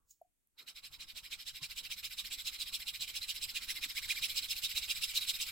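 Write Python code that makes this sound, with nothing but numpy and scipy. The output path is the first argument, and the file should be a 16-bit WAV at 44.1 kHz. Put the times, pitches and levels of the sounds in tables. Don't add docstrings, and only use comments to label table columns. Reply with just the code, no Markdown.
import sys
import numpy as np
from scipy import signal
from scipy.fft import rfft, irfft, next_fast_len
from scipy.io import wavfile
from scipy.ndimage import uniform_filter1d, map_coordinates

SR = 44100
rng = np.random.default_rng(int(sys.argv[2]) if len(sys.argv) > 2 else 0)


def to_wav(s):
    ch = np.atleast_2d(s).T
    pcm = np.round(np.clip(ch, -1, 1) * 32767)
    wavfile.write(sys.argv[1], SR, pcm.astype(np.int16))


N = 242991

# freq_hz, density_db
AIR_SPECTRUM = [(25, 18.5), (150, 5.5), (300, 5), (600, -4), (1200, -7), (2500, -4), (5000, -9.5),
                (8000, 0), (15000, -5)]
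SLIP_SPECTRUM = [(880, -90), (1500, -56), (3300, -33.5), (5450, -21.5), (6140, -28), (6570, -14),
                 (9470, -27.5), (11400, -32), (13600, -31), (14000, -22), (15800, -18)]
RUMBLE_SPECTRUM = [(15, 4), (35, 0), (60, 0.5), (110, -6.5), (180, -11), (300, -23.5), (600, -42),
                   (2000, -83)]
BLOCK_SPECTRUM = [(80, -4), (160, -0.5), (285, 0), (340, -3), (420, -5), (550, -4), (750, -3.5), (1080, 2),
                  (1400, 3), (2500, -25), (6000, -41)]
PUSH_SPECTRUM = [(100, -28), (450, -23), (900, -22.5), (1600, -12.5), (2000, -8), (2500, -1.5), (3800, -1),
                 (5100, -5), (6200, -13), (9800, -14), (11500, -18), (13300, -17.5), (15800, -17.5)]
PULL_SPECTRUM = [(100, -30), (450, -27.5), (900, -17), (1600, -13), (2000, -2.5), (2500, -1.5), (3800, 0.5),
                 (5100, -2.5), (6200, -14), (9800, -12.5), (11500, -16.5), (13300, -11), (15800, -19)]

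# centre_hz, width_hz, lift_db
BODY_MODES = [(2492, 35, 3.5), (3844, 117, 8.5), (4113, 95, 6), (5150, 170, 6), (7675, 600, 9),
              (9890, 450, 3.5), (13440, 850, 7)]
# freq_hz, t60_s
ROOM_DECAY = [(150, 0.15), (700, 0.24), (4000, 0.1), (14000, 0.55)]
# freq_hz, left_minus_right_db
SIDE_BALANCE = [(40, 6.5), (150, -1), (600, 1.5), (1200, -4.5), (1600, 0), (2400, -3.5), (2800, -2.6),
                (3800, -5), (4400, -0.5), (7700, -4.5), (9500, -3), (11500, -0.5), (13300, 0),
                (15000, -3.5)]
# freq_hz, side_gain_db
SIDE_WIDTH = [(60, 0), (900, 2.5), (1600, 1), (2400, 0), (3200, 4), (3800, 0.5), (5200, 2.5), (6200, 7),
              (7500, -6), (11500, -1.5), (14000, -3)]

# start_s, level_db, pitch_hz, rise_s, t60_s
CONTACTS = [(0.109, -49.5, 6720, .0004, 0.025), (0.113, -58, 6750, 0.00037, 0.023),
            (0.119, -55, 6600, 0.00042, 0.018), (0.2136, -34, 681, 0.0039, 0.023),
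            (.2165, -60, 11600, .0002, .008), (.243, -61, 720, .008, .07),
            (0.473, -58, 11700, 0.000073, .003), (1.614, -47, 140, 0.0052, .1)]
# fastest_s, level_db
PUSH_STROKES = [(0.688, -47.5), (0.856, -48), (1.017, -46), (1.177, -44.5), (1.331, -43), (1.484, -42.5),
                (1.644, -41.5), (1.785, -40.6), (1.924, -40.5), (2.054, -39.5), (2.197, -39), (2.333, -38),
                (2.476, -37.5), (2.617, -38), (2.751, -37), (2.888, -39), (3.027, -37.5), (3.167, -37.5),
                (3.303, -36.5), (3.438, -37.5), (3.568, -37.5), (3.704, -36), (3.842, -37.5),
                (3.977, -36.5), (4.112, -33), (4.247, -33.5), (4.379, -33.5), (4.516, -34.5), (4.649, -34),
                (4.778, -33.5), (4.911, -33.5), (5.04, -33.5), (5.171, -32), (5.299, -33), (5.421, -33.5)]
# time_s, tooth_hz
PUSH_TOOTH_RATE = [(.69, 1717), (1.8, 2047), (2.5, 2863), (3.43, 2886), (3.57, 2100), (3.85, 2101),
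                   (4.25, 2660), (5.4, 2880)]
# time_s, tone_db
SINGING_LEVEL = [(.6, -32), (2.3, -19.5), (3.05, -17), (3.45, -20), (3.7, -8), (3.88, -13.5), (4.11, -1),
                 (4.25, -4.5), (4.36, -24), (4.95, -8), (5.2, -16)]
# time_s, level_db
CHATTER_LEVEL = [(1, -82), (2, -70), (3, -76), (4.3, -73), (5.1, -63)]

FIRST_PULL_S, FIRST_PULL_DB = (0.571, 0.592, 0.655), -55.5
RETURN_SHARES = (.25, .475, 0.73)
HURRY_PER_DB = 0.0043
TOUCH_DB_PER_S = 1100

USUAL_PUSH_DB = -38
PULL_LEVEL = (-45, 0.67)
TURN_DIP = (20.9, -0.82)
BITE_TREBLE = (1.14, 0.21)
BITE_HOLLOW = (10.1, 0.35)
HAND_LEVEL = (-63.5, 0.68)
ROCKING_LEVEL = (-71.5, 0.29)
PULL_TOOTH_HZ, PULL_TOOTH_HZ_PER_DB = 2083, 62.5

GRIP_DB, GRIP_FADE_DB_PER_S = -80, 62
SLIP_S, SLIP_DB, SLIP_RISE_DB_PER_S, SLIP_FALL_DB_PER_S = 0.11, -60.5, 620, 520
SLIP_RING_DB, SLIP_RING_T60_S = -15, .42
TOP_HZ = 15900


def amp(db):
    return 10 ** (np.asarray(db) / 20)


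def unit(x):
    return x / np.sqrt(np.mean(x ** 2) + 1e-20)


def along(points, hz):
    point_hz, values = np.transpose(points)
    return np.interp(np.log(hz + 1), np.log(point_hz + 1), values)


def clock():
    return np.arange(N) / SR


def curve(rows):
    return np.interp(clock(), *np.transpose(rows))


def wobble(rate_hz):
    knots = rng.standard_normal(int(N * rate_hz / SR) + 4)
    return map_coordinates(knots, [clock() * rate_hz])


def filtered(x, gain, size=32768):
    magnitude = gain(np.fft.rfftfreq(size, 1 / SR))
    cepstrum = irfft(np.log(np.maximum(magnitude, 1e-6)))
    cepstrum[1:size // 2] *= 2
    cepstrum[size // 2 + 1:] = 0
    response = irfft(np.exp(rfft(cepstrum)))
    m = next_fast_len(N + size)
    return irfft(rfft(x, m) * rfft(response, m), m)[..., :N]


def coloured(x, spectrum):
    return unit(filtered(x, lambda hz: amp(along(spectrum, hz))))


def repainted(x, colour_db, patchy_db, size):
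    overlap = size - size // 4
    hz, t, z = signal.stft(x, SR, nperseg=size, noverlap=overlap)
    patches = uniform_filter1d(rng.standard_normal(z.shape[1:]), size=3, axis=0)
    patches = unit(uniform_filter1d(patches, size=10, axis=1))
    gain = amp(colour_db(hz[:, None] + 1, t) + patchy_db * patches)
    return unit(signal.istft(z * gain, SR, nperseg=size, noverlap=overlap)[1][:, :N])


def effort(s):
    return np.interp(s, *np.transpose(PUSH_STROKES)) - USUAL_PUSH_DB


def driven(rule, s):
    usual_db, growth = rule
    return usual_db + growth * effort(s)


def moments():
    push = np.array(PUSH_STROKES)[:, :1]
    gaps = np.diff(push, axis=0)
    gaps = np.vstack([gaps, [np.median(gaps)]])
    returns = push + gaps * (np.array(RETURN_SHARES) - HURRY_PER_DB * effort(push))
    return np.append(FIRST_PULL_S, np.hstack([push, returns]))


def motion():
    times = moments()
    travel = np.interp(clock(), times, np.arange(len(times)) / 2)
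    stroke = np.minimum(travel.astype(int), len(times) // 2 - 1)
    return stroke, np.abs(np.sin(np.pi * travel))


def touching():
    return amp(np.minimum(clock() - FIRST_PULL_S[0], 0) * TOUCH_DB_PER_S)


def crackle(per_second, spread_db):
    snaps = rng.random(N) < per_second / SR
    sizes = amp(spread_db * np.clip(rng.standard_normal(N), -2, 2))
    return unit(snaps * rng.choice([-1, 1], N) * sizes)


def room_air(level_db=-85.5):
    return amp(level_db) * coloured(rng.standard_normal((2, N)), AIR_SPECTRUM)


def workshop(x, near_db=-9, near_t60_s=0.065, tail_db=-14):
    hz, t, z = signal.stft(rng.standard_normal((2, SR // 2)), SR, nperseg=256)
    decay = amp(-60 * t / along(ROOM_DECAY, hz)[:, None])
    tail = signal.istft(z * decay, SR, nperseg=256)[1]
    age_s = np.arange(tail.shape[1]) / SR
    near = rng.standard_normal(tail.shape) * amp(-60 * age_s / near_t60_s) * (age_s > .0005)
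    tail = tail * (age_s > .006)
    answer = 0
    for db, part in [(near_db, near), (tail_db, tail)]:
        answer = answer + amp(db) * part / np.linalg.norm(part, axis=1, keepdims=True)
    return signal.fftconvolve(np.atleast_2d(x), answer, axes=1)[:, :N]


def settling():
    before_s = np.maximum(SLIP_S - clock(), 0)
    after_s = np.maximum(clock() - SLIP_S, 0)
    rise = amp(SLIP_DB - SLIP_RISE_DB_PER_S * before_s)
    release = amp(-SLIP_FALL_DB_PER_S * after_s) + amp(SLIP_RING_DB - 60 * after_s / SLIP_RING_T60_S)
    out = rise * release * coloured(crackle(9000, spread_db=3), SLIP_SPECTRUM)
    for start_s, level_db, pitch_hz, rise_s, t60_s in CONTACTS:
        t = np.maximum(clock() - start_s, 0)
        envelope = amp(level_db - 60 * t / t60_s) * (1 - np.exp(-(t / rise_s) ** 2))
        out += envelope * np.sin(2 * np.pi * pitch_hz * t)
    return out


def thuds(lag_s, thud_hz=34, thud_t60_s=0.11, spread_db=2.1):
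    jolts, t = np.zeros(N), np.arange(SR // 4) / SR
    turns_s = moments()[:-1:2] + lag_s
    sizes = amp(spread_db * rng.standard_normal(len(turns_s)))
    jolts[(turns_s * SR).astype(int)] = (-1) ** np.arange(len(turns_s)) * sizes
    ring = np.sin(2 * np.pi * thud_hz * t) * amp(-60 * t / thud_t60_s)
    return unit(signal.fftconvolve(jolts, ring)[:N])


def hand_rumble(lag_s, reversal_db=7):
    speed = np.interp(clock() - lag_s, clock(), motion()[1])
    noise = rng.standard_normal(N) + 0.69 * rng.standard_normal((2, N))
    return coloured(noise, RUMBLE_SPECTRUM) * amp(3.0 * wobble(25) - reversal_db * (speed - .5))


def handling(thud_db=-4.5, rumble_db=-4, lag_s=0.0091, firm_s=0.75, firm_db_per_s=120):
    working = amp(driven(HAND_LEVEL, clock()) + firm_db_per_s * np.minimum(clock() - firm_s, 0))
    resting = amp(GRIP_DB - GRIP_FADE_DB_PER_S * clock())
    return (working + resting) * (amp(thud_db) * thuds(lag_s) + amp(rumble_db) * hand_rumble(lag_s))


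def grumble(turn_db=-3, lumpy_db=3.4, push_db=4, block_hz=282, width_hz=16, ring_db=8,
            shift_db=-88, shift_t60_s=.45):
    stroke, speed = motion()
    rub = crackle(3000, spread_db=4) + 0.91 * rng.standard_normal((2, N))
    rub = rub * amp(lumpy_db * wobble(45))

    def wood_db(hz, t):
        return along(BLOCK_SPECTRUM, hz) + ring_db / (1 + ((hz - block_hz) / width_hz) ** 2)

    load_db = turn_db * (.6 - speed) + push_db * speed * (stroke % 2 - .5)
    creak = touching() * amp(driven(ROCKING_LEVEL, clock()) + load_db)
    shift = amp(shift_db - 60 * clock() / shift_t60_s)
    return (creak + shift) * repainted(rub, wood_db, patchy_db=3.5, size=1024)


def chatter(bend_hz=1513, width_hz=55, speed_power=3):
    stroke, speed = motion()
    ring = filtered(rng.standard_normal(N), lambda hz: 1 / (1 + ((hz - bend_hz) / width_hz) ** 2))
    ring = unit(ring * amp(4.0 * wobble(12)))
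    return amp(curve(CHATTER_LEVEL)) * (stroke % 2 == 0) * speed ** speed_power * ring


def tearing(spectrum, snap_db, clump_db, apart_db=-3.0):
    def fibres():
        return rng.standard_normal(N) + amp(snap_db) * crackle(2500, spread_db=4.0)

    def colour(hz):
        lift_db = sum(db / (1 + (2 * (hz - centre) / width) ** 2) for centre, width, db in BODY_MODES)
        return amp(along(spectrum, hz) + lift_db)

    force = fibres() + amp(apart_db) * np.array([fibres(), fibres()])
    clumps = amp(clump_db * wobble(600) + 0.36 * wobble(90))
    return unit(filtered(force * clumps, colour))


def toothed(x, tooth_hz, crest_db=3.5, crest_width=0.29, treble_hz=6200):
    def colour_db(hz, t):
        ratio = hz / (np.interp(t, clock(), tooth_hz) + 1)
        crest = crest_db * np.exp(-(np.log(ratio) / crest_width) ** 2)
        hollow = driven(BITE_HOLLOW, t) / (1 + ratio ** 8)
        treble = driven(BITE_TREBLE, t) / (1 + (treble_hz / hz) ** 6)
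        return crest - hollow + treble
    return repainted(x, colour_db, patchy_db=3, size=256)


def zing(tooth_hz, jitter=0.0442, flutter_db=3):
    phase = 2 * np.pi * np.cumsum(tooth_hz * (1 + jitter * wobble(1200))) / SR
    return unit(np.sin(phase) * amp(flutter_db * wobble(350)))


def rasp():
    stroke, speed = motion()
    fastest_s = moments()[1::2]
    pushing = np.arange(len(fastest_s)) % 2 == 1
    push_level_db = USUAL_PUSH_DB + effort(fastest_s)
    level_db = np.where(pushing, push_level_db, driven(PULL_LEVEL, fastest_s))
    level_db[0] = FIRST_PULL_DB
    push_hz = np.interp(fastest_s, *np.transpose(PUSH_TOOTH_RATE))
    pull_hz = PULL_TOOTH_HZ + PULL_TOOTH_HZ_PER_DB * effort(fastest_s)
    tooth_hz = np.where(pushing, push_hz, pull_hz)[stroke] * speed
    push = tearing(PUSH_SPECTRUM, snap_db=-5.5, clump_db=0.12)
    pull = tearing(PULL_SPECTRUM, snap_db=-4.5, clump_db=0.8)
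    scrape = toothed(np.where(pushing[stroke], push, pull), tooth_hz)
    singing = amp(curve(SINGING_LEVEL)) * speed ** 4
    cut = (scrape + singing * zing(tooth_hz)) / np.hypot(1, singing)
    dip_db = driven(TURN_DIP, clock()) * (1 - speed)
    return touching() * amp(np.interp(clock(), fastest_s, level_db) - dip_db) * cut


def placed(pair):
    m = next_fast_len(N + SR // 2)
    hz = np.fft.rfftfreq(m, 1 / SR)
    left, right = rfft(pair, m)
    sides = np.array([[1], [-1]])
    widened = (left + right + sides * (left - right) * amp(along(SIDE_WIDTH, hz))) / 2
    return irfft(widened * amp(sides * along(SIDE_BALANCE, hz) / 2), m)[:, :N]


def scene():
    taps = settling()
    contacts = taps + workshop(taps, near_db=-12, tail_db=-21.0)
    filing = rasp() + chatter()
    filing = amp(1.39) * (filing + workshop(filing))
    return room_air() + placed(contacts + handling() + grumble() + filing)


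def record(dry):
    m = next_fast_len(N + SR // 2)
    return irfft(rfft(dry, m) * (np.fft.rfftfreq(m, 1 / SR) < TOP_HZ), m)[:, :N]


dry = scene()
out = record(dry)
to_wav(out)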